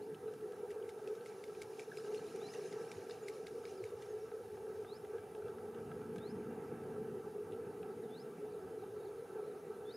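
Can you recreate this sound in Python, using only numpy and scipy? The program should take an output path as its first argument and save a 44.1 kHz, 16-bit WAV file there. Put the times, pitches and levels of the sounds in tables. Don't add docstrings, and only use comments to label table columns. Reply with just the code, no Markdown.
import sys
import numpy as np
from scipy import signal
from scipy.fft import rfft, irfft, next_fast_len
from scipy.io import wavfile
from scipy.ndimage import uniform_filter1d, map_coordinates

SR = 44100
rng = np.random.default_rng(int(sys.argv[2]) if len(sys.argv) > 2 else 0)


def dump(signal):
    limited = np.clip(np.atleast_2d(signal).T, -1, 1)
    pcm = np.round(limited * 32767).astype(np.int16)
    wavfile.write(sys.argv[1], SR, pcm)


N = 439236

# centre_hz, width_hz, relative level_db
DEEP_HOLLOWS = [(384, 34, -5), (424, 32, 1), (452, 40, -5), (479, 34, -7), (525, 70, -19)]
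# centre_hz, width_hz, relative level_db, left_minus_right_db
SMALL_HOLLOWS = [(631, 24, -4, -8), (658.7, 22.6, -2, 11.5), (766, 98, 1.5, -5), (856, 62, 0, -0.5),
                 (922, 210, -10, -12.5), (1164, 104, -8.5, 7), (1319, 110, -2, -3), (1555, 130, -7, 0),
                 (1674, 175, -12.5, -5.5), (1945, 340, -16.5, -1.5), (2318, 260, -18, 4.5),
                 (2690, 360, -20, -1.5), (3050, 180, -24, 4)]
# time_s, level_db
HUM_LEVEL = [(0, -49.5), (.9, -46), (1.9, -48.5), (2.2, -45.5), (3.1, -45.5), (3.7, -47.5), (4.5, -47.5),
             (6.5, -46.5), (8.1, -48), (9.2, -46.5), (9.96, -47)]
# time_s, level_db
TRAFFIC_LEVEL = [(0, -60), (.14, -58.5), (.7, -64), (1.9, -63), (2.2, -58), (3.2, -62), (4.2, -65),
                 (5.4, -61.5), (6.35, -49.5), (7, -54.5), (7.55, -56), (8.2, -56), (9.2, -62.5),
                 (9.96, -59.5)]
# time_s, level_db
DEPTH_LEVEL_POINTS = [(0, -72), (.6, -74), (2.2, -79), (3.6, -70.5), (5.1, -66.5), (6.4, -62.5), (8.3, -73),
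                      (8.8, -63.5), (9.96, -73)]
# pitch_hz, relative density_db_per_hz
RUMBLE_COLOUR = [(65, -37), (110, -8), (156, -2), (199, -3), (227, -3.5), (339, -3), (360, -20.5),
                 (470, -8.5), (790, -120)]
DEPTH_COLOUR = [(15, -60), (25, -48), (43, -26.5), (87, -3.5), (110, 0), (140, -20), (240, -120)]
# pitch_hz, relative density_db_per_hz
SHARED_HISS_COLOUR = [(1650, -25), (2800, -3.5), (3670, -1), (4120, -3.5), (5480, -3), (5850, -5.5),
                      (6370, -1.5), (7730, -6.5), (9850, 1), (14400, -8.5), (15500, -11)]
# pitch_hz, relative density_db_per_hz
OPPOSITE_HISS_COLOUR = [(18, -55), (30, -28), (117, -10), (369, -13), (440, -20), (545, -25), (590, -16),
                        (638, -0.5), (727, 0), (1100, -17), (1330, -8), (2600, -22.5), (5440, -40),
                        (7800, -36), (8500, -25.5), (9660, -19), (14800, -26), (15500, -37)]
# pitch_hz, relative density_db_per_hz
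WATER_COLOUR = [(880, -51), (1500, -28), (1570, 3.5), (2110, -13), (2310, 0), (2510, -10), (2680, -2.5),
                (3340, -12.5), (3870, -5.5), (4690, -8), (5140, -3), (6960, -5.5), (7850, -13),
                (10100, -6.5), (13500, -31)]
# start_s, length_s, pitch_a_third_in_hz, knee (share of length), knee_hz,
# leap (share of the time after the knee), base level_db
WHISTLES_HEARD = [(2.398, .12, 3950, .58, 4050, .55, -62.5), (4.86, .116, 3770, .65, 4280, .55, -65.5),
                  (6.19, .13, 3720, .7, 4350, .55, -67.5), (8.1, .128, 3580, .66, 4320, .47, -66.5),
                  (9.852, .125, 3580, .46, 3780, .42, -63.5)]
WHISTLE_CONTOUR = [-11, -1.5, 1, -3.5, .5, -6]
# start_s, length_s, start_hz, end_hz, slowing (exponent), base level_db
GLIDES_HEARD = [(.015, .06, 3850, 5350, 1.3, -76), (3.752, .165, 5620, 3620, 2.3, -74)]
GLIDE_CONTOUR = [-5, 1.5, -3, -6, -8]
# start_s, length_s, start_hz, end_hz, base level_db
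CHIPS_HEARD = [(.012, 0.022, 2800, 3000, -79), (.26, 0.033, 3100, 2590, -76), (.27, .035, 4150, 3800, -75),
               (.47, .04, 4600, 4500, -82), (1.915, 0.013, 1700, 1580, -52),
               (1.978, 0.015, 5110, 4970, -61), (2.17, .015, 4320, 4220, -63),
               (2.648, .025, 6330, 6300, -64.5), (2.81, .02, 5700, 5500, -71),
               (2.882, 0.035, 5460, 5750, -68), (3.22, 0.033, 7050, 6880, -70),
               (3.85, .015, 6600, 6500, -78), (4.01, .02, 6230, 6300, -72), (4.085, 0.044, 6700, 6350, -73),
               (4.2, .035, 5700, 5480, -75), (2.277, .016, 3730, 4250, -68), (2.712, .01, 6900, 6800, -65),
               (7.21, 0.06, 6250, 6100, -82), (8.032, .03, 4000, 3500, -75), (8.207, .018, 4250, 3850, -72),
               (8.238, .03, 5000, 3600, -80), (8.518, .035, 5000, 3600, -77.5),
               (8.605, .03, 5150, 5350, -78), (8.785, .022, 4300, 3700, -76),
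               (8.81, .035, 4700, 3570, -75.5), (8.972, .048, 4150, 3680, -78),
               (9.07, .04, 4800, 4300, -82), (9.17, .06, 4400, 4000, -80), (9.025, .015, 4300, 3700, -74),
               (9.045, .05, 4800, 3400, -75.5), (9.165, .03, 4100, 3400, -80),
               (9.432, .02, 6200, 4800, -86), (9.44, 0.038, 3900, 4180, -81), (9.47, .02, 4500, 3800, -77),
               (9.485, .03, 4600, 3800, -79), (9.538, .02, 4600, 4100, -81), (9.508, .025, 4040, 3700, -80),
               (9.89, 0.036, 4500, 4200, -72)]
CHIP_CONTOUR = [-8, -3, -2, -3, -9]
# start_s, pat_db, pitch_hz, knock_db, bright_edge_db
CLEAREST_TICKS = [(0.1455, -47.5, 3080, -63, -54), (0.3375, -56, 2710, -58, -53),
                  (0.521, -52, 2010, -69, -55), (0.7994, -63, 2620, -57, -75), (0.825, -52, 2900, -70, -73),
                  (1.152, -50, 2330, -67, -54), (.408, -57, 3400, -73, -62), (1.209, -51, 4300, -68, -72),
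                  (2.008, -57, 3600, -58, -62), (2.176, -52, 3600, -62, -56), (2.488, -49, 2480, -64, -72),
                  (1.5494, -49, 2280, -62, -67), (2.0462, -56, 2300, -55, -69),
                  (2.414, -48, 2600, -50.5, -68), (2.59, -57, 2140, -59, -68),
                  (4.3161, -53, 2080, -53.5, -75), (4.8458, -50, 2100, -51, -68),
                  (5.048, -48, 2090, -56, -68), (5.1816, -51, 2100, -52.5, -66),
                  (5.233, -58, 2300, -59, -67), (5.349, -50, 2680, -55, -61), (5.4194, -59, 2550, -53, -76),
                  (5.4819, -53, 3320, -50.5, -70), (5.5823, -54, 2010, -51, -67),
                  (5.7467, -50, 2020, -57, -64), (5.9145, -49, 2100, -48, -64),
                  (6.015, -54, 2600, -53, -71), (6.1594, -50, 2180, -50, -49.5),
                  (6.1823, -45, 2700, -56, -52), (7.5214, -50, 3520, -71, -57),
                  (7.5328, -47, 3080, -68, -68), (7.829, -45, 2670, -56, -83)]
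# pitch_hz, relative level_db, t60_s
KNOCK_MODES = [(737, -2.5, 0.031), (1292, -3.5, 0.038), (1570, -5.5, 0.037)]
# pitch_hz, gain_db
PAT_COLOUR = [(500, -36), (1000, -39), (2600, -2.5), (4000, -6.5), (5000, -47), (7000, -60)]
# start_s, drive_db (before trim and onset), pitch_hz
BUMPS = [(0.119, -60, 154), (1.63, -65, 108), (2.958, -57, 100), (3.82, -60, 110), (3.978, -62, 123)]
# start_s, ring_db, pitch_hz, upper_ring_db, splash_db, crack_db
WATER_SLAPS = [(0.706, -52, 1990, -71, -51, -40), (0.7155, -57, 2900, -67, -59, -46),
               (0.892, -49, 2170, -64, -51, -34), (1.0752, -48, 2660, -56, -54, -36),
               (1.26, -48.5, 2110, -65, -53, -31), (1.4392, -48, 2150, -53, -53, -35),
               (1.6182, -41.5, 2210, -60, -47, -24), (1.795, -42.5, 2400, -56, -47, -31),
               (1.972, -48, 2330, -53, -45.5, -38), (2.146, -49, 2780, -76, -51, -30),
               (2.3603, -69, 2700, -72, -50, -40), (2.5372, -49, 1960, -55, -52, -38),
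               (2.7258, -47.5, 2000, -51, -53, -39), (2.916, -41.5, 2280, -52, -51, -35),
               (3.097, -44, 1580, -51, -54, -40), (3.109, -54, 2830, -48, -60, -42),
               (3.2837, -39.5, 2210, -50, -46, -26), (3.466, -52, 2400, -58, -59, -40),
               (3.469, -47, 2090, -47, -52, -32), (3.653, -46, 2400, -49, -59, -40),
               (3.8396, -44.5, 2240, -68, -52, -36), (4.0222, -55, 1900, -56, -57, -38)]
# multiple of its pitch (ratio), relative level_db, t60_s
SLAP_MODES = [(.72, -10, 0.015), (1, 2.5, 0.012)]
# pitch_hz, relative level_db, t60_s
UPPER_SLAP_MODES = [(3770, -2.5, 0.019), (4220, 0, 0.012), (5020, -5, 0.021)]
# pitch_hz, gain_db
CRACK_COLOUR = [(600, -30), (1600, -13), (5000, -3.5), (10500, -11), (13000, -20), (16000, -50)]
# time_s, pitch_hz, level_db
ENGINE_NOTE = [(4.25, 231, -82), (4.45, 231, -68), (4.95, 231.5, -65.5), (5.07, 231, -82), (5.35, 230, -82),
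               (5.55, 229.6, -61), (5.9, 229.6, -59.5), (6.12, 229.6, -55.5), (6.6, 229.6, -58),
               (7.12, 229.4, -59), (7.27, 229, -74), (7.75, 228.5, -69), (7.9, 228.5, -61.5),
               (8.35, 227.5, -66), (8.6, 227, -80), (8.7, 227, -100)]
# pitch_hz, gain_db
TREBLE_BAND = [(1100, -24), (2200, -5), (3500, -7), (10500, -7.5), (13000, -20), (16000, -50)]

TOP_HZ = 15670
HISS_PAN_DB, FAR_PAN_DB = -0.2, 0.8
SMALL_DB, SMALL_FOLLOWS_HUM, SMALL_FOLLOWS_TRAFFIC, SMALL_GUSTS = -60, 0.82, 0.17, .55
SPRAY_PEAK_S, SPRAY_HOLD_S, SPRAY_BASE_DB = 2.21, 0.33, -62.5
SPRAY_RISE_DB_PER_S, SPRAY_FALL_DB_PER_S = 8, 5.5
LOOSE_DROPS_END_S = 4.9
DROP_DELAY_S, THROWN_SHARE = .08, 0.35
SURGE_DB, SURGE_S = 1.6, .06
WHISTLE_LOW_HZ, WHISTLE_TOP_HZ = 3400, 5400
LEAP_DONE = .72
CHIP_FLUTTER_DB = 3.1
TWITTER_FROM_S, TWITTER_S, TWITTER_BASE_DB = 7.9, 2, -86
FAINT_TICK_BASE_DB, FAINT_TICK_SPAN_S, FAINT_TICK_BRIGHT_DB = -59.5, 4.8, -72


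def amp(db):
    return 10 ** (np.asarray(db) / 20)


def unit(x):
    return x / np.sqrt(np.mean(x ** 2) + 1e-20)


def along(points, hz):
    f, v = np.transpose(points)
    return np.interp(np.log(hz + 1), np.log(f + 1), v)


def level(rows):
    s, db = np.transpose(rows)
    return amp(np.interp(np.arange(N) / SR, s, db))


def wobble(rate):
    knots = rng.standard_normal(int(N * rate / SR) + 4)
    return map_coordinates(knots, [np.arange(N) * rate / SR])


def filtered(x, response):
    m = next_fast_len(N + SR // 2)
    return irfft(rfft(x, m) * response(np.fft.rfftfreq(m, 1 / SR)), m)[..., :N]


def coloured(x, colour):
    return filtered(x, lambda hz: amp(along(colour, hz)))


def rush(colour, patchy_db):
    z = signal.stft(rng.standard_normal(N + 512), nperseg=512)[2]
    across_pitch = uniform_filter1d(rng.standard_normal(z.shape), 5, 0)
    patches = unit(uniform_filter1d(across_pitch, 8, 1))
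    noise = signal.istft(z * amp(patchy_db * patches), nperseg=512)[1][:N]
    return unit(coloured(noise, colour))


def add(track, s, sound):
    part = track[round(s * SR):][:len(sound)]
    part += sound[:len(part)]


def echo(x, t60):
    t = np.arange(SR // 4) / SR
    tail = rng.standard_normal(len(t)) * amp(-60 * t / t60)
    return signal.fftconvolve(x, tail / np.linalg.norm(tail))[:N]


def ring(modes, t, rise_s):
    chance = rng.normal([0, 1], [1.8, .03], size=(len(modes), 2))  # dB, pitch ratio
    sound = 0
    for (hz, db, t60), (more_db, bend) in zip(modes, chance):
        decay = amp(db + more_db - 60 * t / t60)
        sound = sound + decay * np.sin(2 * np.pi * hz * bend * t)
    return sound * (1 - np.exp(-t / rise_s))


def treble(x):
    return coloured(x, TREBLE_BAND)


def hollow(hz, centre, width, db):
    return amp(db) ** 2 / (1 + (2 * (hz - centre) / width) ** 2) ** 2


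def deep_response(hz):
    return np.sqrt(sum(hollow(hz, *row) for row in DEEP_HOLLOWS))


def small_response(hz):
    power = 0
    for centre, width, db, pan in SMALL_HOLLOWS:
        power = power + hollow(hz, centre, width, [[db + pan / 2], [db - pan / 2]])
    return np.sqrt(power)


def hum():
    white = [(100, 0), (1000, 0)]
    deep = unit(filtered(rush(white, patchy_db=2.5), deep_response))
    small = unit(filtered(rush(white, patchy_db=2.0), small_response))
    gust = .4 * wobble(9) + 1.1 * wobble(22)
    deep_gain = level(HUM_LEVEL) * amp(1.23 * gust)
    follow = level(HUM_LEVEL) ** SMALL_FOLLOWS_HUM * level(TRAFFIC_LEVEL) ** SMALL_FOLLOWS_TRAFFIC
    small_gain = amp(SMALL_DB) * unit(follow) * amp(SMALL_GUSTS * gust)
    return deep_gain * deep + small_gain * small


def traffic():
    rumble = level(TRAFFIC_LEVEL) * amp(0.13 * wobble(11.0)) * rush(RUMBLE_COLOUR, patchy_db=1.4)
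    depth = level(DEPTH_LEVEL_POINTS) * amp(2.2 * wobble(3.3)) * rush(DEPTH_COLOUR, patchy_db=1)
    return rumble + depth


def hiss():
    shared = amp(-72) * rush(SHARED_HISS_COLOUR, patchy_db=1.2)
    opposite = amp(-72) * rush(OPPOSITE_HISS_COLOUR, patchy_db=0.9)
    return np.array([shared + opposite, shared - opposite]) * amp([[HISS_PAN_DB / 2], [-HISS_PAN_DB / 2]])


def spell(start, length, db, rise_db_per_s, fall_db_per_s):
    t = np.arange(N) / SR
    climb = rise_db_per_s * np.maximum(start - t, 0)
    fall = fall_db_per_s * np.maximum(t - start - length, 0)
    return db - climb - fall


def surges():
    since = np.arange(N) / SR - np.array(WATER_SLAPS)[:, :1]
    rise, fall = np.exp(-np.abs(since) / .03), np.exp(-np.abs(since) / SURGE_S)
    return np.where(since > 0, fall, rise).max(axis=0)


def water_drops(count=3500):
    when, pitch, size, thrown, late = rng.random((count, 5)).T
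    slap_s = np.array(WATER_SLAPS)[(when * len(WATER_SLAPS)).astype(int), 0]
    after_slap_s = slap_s - DROP_DELAY_S * np.log(late)
    s = np.where(thrown < THROWN_SHARE, after_slap_s, when * LOOSE_DROPS_END_S)
    hz, t = 1800 * 4.5 ** pitch[:, None], np.arange(400) / SR
    gain = amp(6.2 * size[:, None] ** 2 + along(WATER_COLOUR, hz))
    decay = np.exp(-hz * t / (3 + 8 * late[:, None] ** 2))
    onset = 1 - np.exp(-hz * t / 2.0)
    grains = gain * decay * onset * np.sin(2 * np.pi * hz * t)
    at = (s[:, None] * SR).astype(int) + np.arange(400)
    return unit(np.bincount(at.ravel(), grains.ravel(), N))


def spray():
    drops = np.sqrt(.5) * water_drops()
    wash = .75 * rush(WATER_COLOUR, patchy_db=2.2) + .56 * drops
    wide = amp(-14.5) * rush(WATER_COLOUR, patchy_db=5)
    swell_db = spell(SPRAY_PEAK_S, SPRAY_HOLD_S, SPRAY_BASE_DB, SPRAY_RISE_DB_PER_S, SPRAY_FALL_DB_PER_S)
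    surge_db = SURGE_DB * (surges() - 1.0)
    flicker_db = 2.0 * wobble(21.1) + 0.82 * wobble(40)
    return amp(swell_db + surge_db + flicker_db) * np.array([wash + wide, wash - wide])


def note(s, hz, db, flutter_db):
    t = np.arange(s[0], s[-1], 1 / SR)
    pitch = uniform_filter1d(np.interp(t, s, hz), size=120)
    phase = 2 * np.pi * np.cumsum(pitch) / SR
    flutter = map_coordinates(rng.standard_normal(size=80), [(t - s[0]) * 300])
    gain = np.sqrt(2) * amp(np.interp(t, s, db) + flutter_db * flutter)
    return gain * np.sin(phase + flutter_db / 6 * flutter)


def glide(s, length, start_hz, end_hz, slows, shape_db, flutter_db):
    at = np.array([0, .1, .25, .4, .55, .7, 1])
    hz = end_hz + (start_hz - end_hz) * (1 - at) ** slows
    db = np.interp(at, [0, .1, .4, .7, 1], shape_db)
    return note(s + at * length, hz, db, flutter_db)


def whistle(s, length, third_hz, knee, knee_hz, leap, db):
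    at = np.array([0, 1 / 3, knee, knee + leap * (1 - knee), .93, 1])
    leap_hz = knee_hz + LEAP_DONE * (WHISTLE_TOP_HZ - knee_hz)
    hz = [WHISTLE_LOW_HZ, third_hz, knee_hz, leap_hz, 0.957 * WHISTLE_TOP_HZ, WHISTLE_TOP_HZ]
    return note(s + np.sort(at) * length, hz, db + np.array(WHISTLE_CONTOUR), flutter_db=1.4)


def twitter(count=36):
    rows = []
    for when, long, high, size in rng.random((count, 4)):
        start_hz, end_hz = 4100 + 900 * high, 3500 + 500 * long
        s = TWITTER_FROM_S + TWITTER_S * when
        rows.append((s, 0.0168 + 0.019 * long, start_hz, end_hz, TWITTER_BASE_DB + 4 * size))
    return rows


def birds():
    calls, chips = np.zeros(N), np.zeros(N)
    for row in WHISTLES_HEARD:
        add(calls, row[0], whistle(*row))
    for *row, db in GLIDES_HEARD:
        add(calls, row[0], glide(*row, db + np.array(GLIDE_CONTOUR), flutter_db=3.6))
    for *row, db in CHIPS_HEARD + twitter():
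        add(chips, row[0], glide(*row, 1.6, db + np.array(CHIP_CONTOUR), CHIP_FLUTTER_DB))
    return calls + chips + echo(amp(-10.0) * calls + amp(-5.5) * chips, t60=.2)


def faint_ticks(count=14):
    rows = []
    for when, size, pitch, knock in rng.random((count, 4)):
        s, hz = .05 + FAINT_TICK_SPAN_S * when, 2000 + 1200 * pitch ** 2
        pat_db, knock_db = FAINT_TICK_BASE_DB + 4 * size, FAINT_TICK_BASE_DB + 6 * knock
        rows.append((s, pat_db, hz, knock_db, FAINT_TICK_BRIGHT_DB))
    return rows


def ticks():
    tones, pats, bright = np.zeros(N), np.zeros(N), np.zeros(N)
    t = np.arange(SR // 16) / SR
    swell = amp(-60 * np.abs(t - .004) / np.where(t < .004, .012, .03))
    for s, db, hz, knock_db, bright_db in CLEAREST_TICKS + faint_ticks():
        add(tones, s, amp(db - 4.0) * ring([(hz, 0, .015)], t, rise_s=0.0011))
        add(tones, s, amp(knock_db + 6.5) * ring(KNOCK_MODES, t, rise_s=0.0017))
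        add(pats, s - .003, amp(db - 0.5) * swell * rng.standard_normal(len(t)))
        add(bright, s, amp(bright_db - 60 * t / 0.04) * rng.standard_normal(len(t)))
    return tones + treble(bright) + coloured(pats, PAT_COLOUR)


def thumps():
    track, t = np.zeros(N), np.arange(SR // 8) / SR
    onset = (1 - np.exp(-t / .008)) ** 2
    for s, db, hz in BUMPS:
        add(track, s, amp(db + 15 - 60 * t / .12) * onset * np.sin(2 * np.pi * hz * t))
    return track


def slaps():
    rings, bright, cracks = np.zeros(N), np.zeros(N), np.zeros(N)
    t = np.arange(SR // 8) / SR
    lead = t[:SR // 40]
    growth = amp(-5.5 - 60 * lead[::-1] / .05)
    for s, db, hz, upper_db, splash_db, crack_db in WATER_SLAPS:
        modes = [(ratio * hz, gain_db, t60) for ratio, gain_db, t60 in SLAP_MODES]
        add(rings, s, amp(db) * ring(modes, t, rise_s=0.00023))
        add(rings, s, amp(upper_db) * ring(UPPER_SLAP_MODES, t, rise_s=0.00041))
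        cracks[round((s + .0007) * SR)] -= amp(crack_db)
        for late_s, more_db in rng.normal([[.006, 0], [.014, -4]], [.0015, 3]):
            cracks[round((s + late_s) * SR)] -= amp(crack_db + more_db)
        lumps = amp(5 * map_coordinates(rng.standard_normal(size=60), [t * 300]))
        burst = amp(-1 - 60 * t / .025) + amp(-10 - 60 * t / .12) * lumps
        add(bright, s, amp(splash_db) * burst * rng.standard_normal(len(t)))
        add(bright, s - len(lead) / SR, amp(splash_db) * growth * rng.standard_normal(len(lead)))
    return rings + treble(bright) + coloured(cracks, CRACK_COLOUR) + amp(-12.5) * echo(rings, t60=.12)


def engine():
    s, hz, db = np.transpose(ENGINE_NOTE)
    t = np.arange(N) / SR
    turns = np.cumsum(np.interp(t, s, hz) + .2 * wobble(3.3)) / SR
    gain = amp(np.interp(t, s, db) + .8 * wobble(3))
    return gain * np.sqrt(2) * np.sin(2 * np.pi * turns)


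def scene():
    far = (birds() + slaps()) * amp([[FAR_PAN_DB / 2], [-FAR_PAN_DB / 2]])
    return hum() + traffic() + hiss() + spray() + far + ticks() + thumps() + engine()


def record(dry):
    return filtered(dry, lambda hz: hz < TOP_HZ)


dry = scene()
out = record(dry)
dump(out)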